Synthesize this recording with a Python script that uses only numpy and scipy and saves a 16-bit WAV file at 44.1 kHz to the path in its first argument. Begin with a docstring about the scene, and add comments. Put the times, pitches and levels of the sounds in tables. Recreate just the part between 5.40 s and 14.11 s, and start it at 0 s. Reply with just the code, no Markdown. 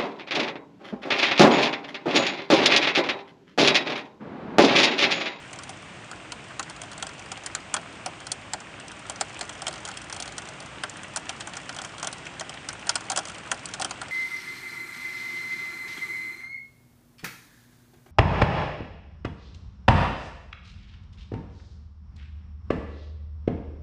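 """Indoors at night, close to a closed window in the rain.
Single drops tap on the pane: each sets its many bending modes ringing, a sharp tick followed by
a short dull knock. Small drops and fine spray patter between them in flurries. The downpour outside
comes through the glass as a steady, muffled wash over a low rumble, with a few nearer splats."""
import sys
import numpy as np
from scipy import signal
from scipy.fft import rfft, irfft, next_fast_len
from scipy.io import wavfile

SR = 44100
rng = np.random.default_rng(int(sys.argv[2]) if len(sys.argv) > 2 else 0)


def unload_audio(sound):
    """Save the sound as a 16-bit wav file, at the path given as the first command line argument."""
    columns = np.transpose(np.atleast_2d(sound))
    # keep every value between -1 and 1, then stretch to whole-number steps
    steps = np.round(np.clip(columns, -1, 1) * 32767)
    wavfile.write(sys.argv[1], SR, steps.astype(np.int16))


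N = 384111


def taps(pane):
    """Big drops hit the pane, each a distinct tap."""
    # the big drops: t/s, tick level/dB, knock level/dB, knock tilt/(dB per octave)
    drops = [(0.1297,-40,-44.5,-3), (0.234,-41.5,-55,4), (0.293,-39,-38,-12), (0.713,-40.5,-38.5,6),
             (0.92,-33.5,-38.5,1), (1.1946,-29.5,-28,6), (1.228,-38.5,-44,-2), (1.2976,-40.5,-44.5,-4),
             (1.416,-36.5,-40.5,-10), (1.4341,-43,-39,-3), (1.625,-29.5,-32,1), (1.6675,-37,-40,5),
             (1.917,-33,-35,-2), (2.061,-30.5,-38.5,14), (2.1495,-26.5,-32,5), (2.3404,-22,-25.5,1),
             (2.3644,-31.5,-29,-2), (2.6604,-30.5,-28,-5.5), (2.8678,-36,-39,2), (2.917,-24.5,-38,5),
             (3.134,-27,-28.5,-1.5), (3.481,-41.5,-66,2), (3.6968,-31,-34.5,-2), (3.81,-24,-24.5,1),
             (3.991,-40,-41,4), (4.01,-30,-32,-2), (4.093,-36.5,-37.5,6), (4.2187,-35,-35.5,-2),
             (4.2672,-27.5,-32,-4), (4.2802,-29,-31,-2), (4.4512,-34,-40,-3), (4.487,-38,-36,5),
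             (4.5715,-35.5,-57,3), (4.7255,-33,-37.5,-1), (4.7638,-37.5,-40,-3), (4.8002,-33,-38.5,-8),
             (4.823,-33,-45,-6), (4.877,-38.5,-39,2), (4.9804,-32,-35.5,13), (5.0872,-41.5,-43,-11),
             (5.2025,-41.5,-43.5,-5), (5.4355,-30,-27,0.5), (5.4954,-38,-57,2), (5.7605,-28,-31.5,5),
             (5.77,-30,-33.5,1), (5.8922,-29,-34.5,3), (6.007,-34.5,-37.5,12), (6.072,-37.5,-35.5,-4),
             (6.1678,-34.5,-37,2), (6.292,-35.5,-34.5,4), (6.3867,-35,-36.5,-1), (6.4164,-37.5,-38,1),
             (6.4474,-36,-40,14), (6.6279,-31.5,-31,-6), (6.6447,-34,-35.5,10), (6.671,-28.5,-32.5,-1),
             (6.7273,-35.5,-41.5,7), (6.996,-34,-48,-6), (7.009,-34.5,-31,7), (7.0937,-36.5,-40.5,-7),
             (7.2872,-29.5,-34.5,9.5), (7.3286,-41,-48,2), (7.469,-38,-37,6), (7.4921,-18.5,-25,4),
             (7.555,-23,-27.5,-0.5), (7.7,-26.5,-27.5,-5), (7.7179,-29,-30.5,-3), (7.7611,-28,-32,1),
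             (7.7737,-23.5,-24.5,-1.5), (7.7883,-29.5,-35,6), (7.853,-37.5,-45,-11), (7.8835,-39.5,-59,4),
             (8.115,-24,-24,-3), (8.2551,-33,-54,1), (8.3373,-32,-37,11), (8.3972,-36,-30,-6),
             (8.4136,-32,-33,-4), (8.4194,-28.5,-31,10), (8.4457,-27,-30.5,-2), (8.5087,-32,-33.5,-2),
             (8.6149,-36,-32,3)]
    return land(pane, *np.transpose(drops))


def patter(pane, max_drops=300, smallest_db=-55, range_db=16, small_bias=1.56, size_follows_rate=0.15):
    """Small drops and spray land at chance moments; a flurry brings more of them, and bigger ones."""
    # flurries of spray: t/s, rate/(drops per s)
    flurries = [(0, 15.8), (0.22, 44.5), (0.5, 3.7), (1.2, 5.93), (1.7, 38), (2.3, 11.1), (3.35, 5.05),
                (4.1, 52.4), (4.85, 34), (5.35, 6), (6.35, 52.6), (7.0, 13), (7.35, 14), (7.65, 53.5),
                (8.71, 24)]
    rate = np.maximum(in_time(flurries), .1)
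    drops_due = np.cumsum(rate) / SR
    wait, size = rng.random((max_drops, 2)).T
    turn = np.arange(max_drops) + wait
    falls = turn < drops_due[-1]
    onsets = np.searchsorted(drops_due, turn[falls])
    flurry_scale = (rate[onsets] / rate.max()) ** size_follows_rate
    tick_db = smallest_db + range_db * size[falls] ** small_bias * flurry_scale
    return land(pane, onsets / SR, tick_db, knock_db=tick_db - 0.5, knock_tilt=np.full(len(onsets), 4.5))


def land(pane, times, tick_db, knock_db, knock_tilt, brightening=0.074, tilt_scatter=0.75):
    """Drops land with a tick and a knock; the lighter the knock, the brighter the tick."""
    out = np.zeros(N)
    tick_tilt = -0.1 + brightening * (tick_db - knock_db)   # dB per octave
    tick_tilt += tilt_scatter * rng.standard_normal(len(times))
    ticks, knocks = strike(pane, tick_tilt, knock_tilt)
    for k, s in enumerate(times):
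        add(out, s, from_db(tick_db[k]) * ticks[k] + from_db(knock_db[k]) * knocks[k])
    return out


def strike(pane, tick_tilt, knock_tilt, crossover_hz=2000, edge_echo=0.42, edge_lag_s=0.001952):
    """High modes make the tick, low modes the knock; every landing spot weights them anew."""
    hz, strength, ringing = pane
    weights = rng.standard_normal((len(tick_tilt), len(hz))) * strength
    # the wave thrown back by the nearest edge favours some pitches and cancels others
    lag = edge_lag_s * rng.random((len(weights), 1)) * np.sqrt(1e3 / hz)
    weights *= np.abs(1 + edge_echo * np.exp(2j * np.pi * hz * lag))
    parts = []
    for band, tilt in (hz >= crossover_hz, tick_tilt), (hz < crossover_hz, knock_tilt):
        octaves = np.log2(np.maximum(hz[band] / crossover_hz, .35))
        tilted = weights[:, band] * from_db(np.outer(tilt, octaves))
        parts.append(unit_hit(tilted @ ringing[band]))
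    return parts


def pane_modes(count=700, dispersion_s=.0011, rise_cycles=0.49, contact_s=0.00025,
               peak_hold=0.15, linger_db=-27, linger_t60_s=0.12):
    """Pitches, strengths and ringing of the glass's dense bending modes."""
    # how strongly the pane radiates: f/Hz, level/dB
    radiation = [(150, -21), (300, -8.5), (500, -9.5), (650, 5.5), (820, 3.5), (980, 0), (1400, -0.5),
                 (1800, -4.5), (2500, -4.5), (3200, -6), (5500, -5), (7500, -2.5), (9600, -10)]
    # resonances that stand out of the dense modes: f/Hz, width/Hz, boost/dB
    resonances = [(782, 29, 8.5), (1414, 110, 7), (1520, 57, 2), (3222, 360, 11), (4290, 400, 5),
                  (4820, 180, 5), (5300, 210, 6), (6060, 200, 5), (5920, 420, 2), (6900, 500, 2),
                  (7700, 80, 6), (9050, 1140, 7)]
    # base ring time of the glass: f/Hz, t60/s
    ring_times = [(300, 0.17), (800, 0.069), (1400, 0.07), (3000, 0.035), (5500, 0.024), (9500, 0.023)]
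    hz = 150 + (np.arange(count) + rng.random(count)) * 10000 / count
    peak_db = sum(db / (1 + (2 * (hz - centre) / width) ** 2) for centre, width, db in resonances)
    # the strong resonances ring longer
    t60 = at_hz(ring_times, hz) * from_db(peak_hold * peak_db)
    strength = from_db(at_hz(radiation, hz) + peak_db) / np.sqrt(t60)
    # bending waves are dispersive: the treble arrives first, the lows swell later
    lag = dispersion_s * (np.sqrt(1e3 / hz) - np.sqrt(1e3 / hz[-1]))
    age = np.maximum(np.arange(SR // 10) / SR - lag[:, None], 0)
    swell = 1 - np.exp(-age / (contact_s + rise_cycles / hz[:, None]))
    # wet glass dies fast; a faint part lingers in frame and room
    fade = np.exp(-np.log(1000) * age / t60[:, None])
    linger = from_db(linger_db) * np.exp(-np.log(1000) * age / linger_t60_s)
    phase = 2 * np.pi * (hz[:, None] * age + rng.random((count, 1)))
    return hz, strength, swell * (fade + linger) * np.sin(phase)


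def near_splashes(trim_db=0.5):
    """A few nearer drops burst outside and stand out of the wash."""
    # drops on wet ground, ahead of the trim and the glass: t/s, f/Hz, level/dB
    splats = [(1.107, 1230, -39), (1.969, 2597, -40), (3.963, 2472, -39), (5.644, 2120, -38),
              (6.134, 2480, -40), (6.866, 2634, -35.5), (7.173, 2680, -38), (7.426, 2430, -40.5),
              (7.95, 2924, -40.5)]
    out = np.zeros(N)
    for s, hz, level_db in splats:
        add(out, s, from_db(level_db + trim_db) * splat(hz, cycles=27.0))
    return through_glass(out)


def splat(hz, cycles, quality=3.0):
    """A drop bursts on wet ground: a fast-dying puff of noise around one pitch."""
    t = np.arange(SR // 25) / SR
    burst = rng.standard_normal(len(t)) * np.exp(-2 * hz * t / cycles)
    return unit_hit(signal.lfilter(*signal.iirpeak(hz, quality, fs=SR), burst))


def downpour(splash_db=-7.5, rumble_db=-48):
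    """Countless drops outside merge into a wash, over a steady low rumble."""
    # colour of the rain through the glass: f/Hz, level/dB
    wash_colour = [(400, -0.5), (460, -4), (620, 1), (850, -0.5), (1400, -1.5), (1800, -3), (2700, -2),
                   (3300, -6.5), (4100, -14), (6000, -16), (8500, -15.5), (9700, -24)]
    # slow drift of the wash: t/s, level/dB
    wash_level = [(0.0, -45.5), (2.76, -44.5), (3.23, -46), (3.88, -44), (8.71, -44)]
    # colour of the rumble from outside: f/Hz, level/dB
    rumble_colour = [(25, -26.5), (38, -31.5), (49, -14.5), (58, -2.5), (74, -10.5), (100, -1), (160, -2.5),
                     (240, -6), (315, -4), (400, -11.5), (600, -14)]
    rain = coloured_noise(wash_colour) + from_db(splash_db) * far_splashes()
    return from_db(in_time(wash_level)) * rain + from_db(rumble_db) * coloured_noise(rumble_colour)


def far_splashes(count=600, low_hz=1000, high_hz=3000, spread_db=4.0):
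    """A crowd of distant splats, most of them faint, gives the wash its grain; rms 1."""
    out = np.zeros(N)
    for when, pitch, size in rng.random((count, 3)):
        size_db = spread_db * min(-np.log(1 - size), 3)
        hz = low_hz * (high_hz / low_hz) ** pitch
        add(out, when * N / SR, from_db(size_db) * splat(hz, cycles=10.0))
    return rms_one(through_glass(out))


def through_glass(x, top_hz=3400):
    """The closed window shuts out the treble."""
    return signal.sosfilt(signal.butter(4, top_hz, fs=SR, output="sos"), x + 1e-18)


def coloured_noise(spectrum):
    """A steady noise bed with a given spectrum, rolled off beyond its ends; rms 1."""
    size = next_fast_len(N)
    hz = np.arange(size // 2 + 1) * SR / size + 1
    low_hz, high_hz = spectrum[0][0], 1.2 * spectrum[-1][0]
    roll_off = 1 / np.sqrt((1 + (low_hz / hz) ** 8) * (1 + (hz / high_hz) ** 8))
    white = rfft(rng.standard_normal(size))
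    return rms_one(irfft(white * from_db(at_hz(spectrum, hz)) * roll_off, size)[:N])


def from_db(db):
    """Decibels to gain."""
    return 10 ** (np.asarray(db) / 20)


def rms_one(x):
    """Scale to rms 1."""
    return x / np.sqrt(np.mean(x ** 2) + 1e-20)


def unit_hit(x):
    """Give each hit the energy of 10 ms at rms 1."""
    return x / np.sqrt(np.sum(x ** 2, axis=-1, keepdims=True) / (SR / 100))


def in_time(rows):
    """Draw an envelope through breakpoints, sample by sample."""
    return np.interp(np.arange(N) / SR, *np.transpose(rows))


def at_hz(points, hz):
    """Read a table on a log-frequency axis."""
    known_hz, values = np.transpose(points)
    return np.interp(np.log(np.maximum(hz, 1)), np.log(known_hz), values)


def add(out, s, sound):
    """Mix a short sound in at time s."""
    start = int(np.clip(s * SR, 0, N - 1))
    out[start:start + len(sound)] += sound[:N - start]


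def scene():
    """Big and small drops on one pane, with the rain behind it, in mono."""
    pane = pane_modes()
    return (taps(pane) + near_splashes() + downpour() + patter(pane))[None]


def record(dry, cutoff_hz=9680):
    """A steep low-pass takes the air off the mix."""
    return signal.sosfilt(signal.ellip(10, .2, 70, cutoff_hz, fs=SR, output="sos"), dry)


dry = scene()
out = record(dry)
unload_audio(out)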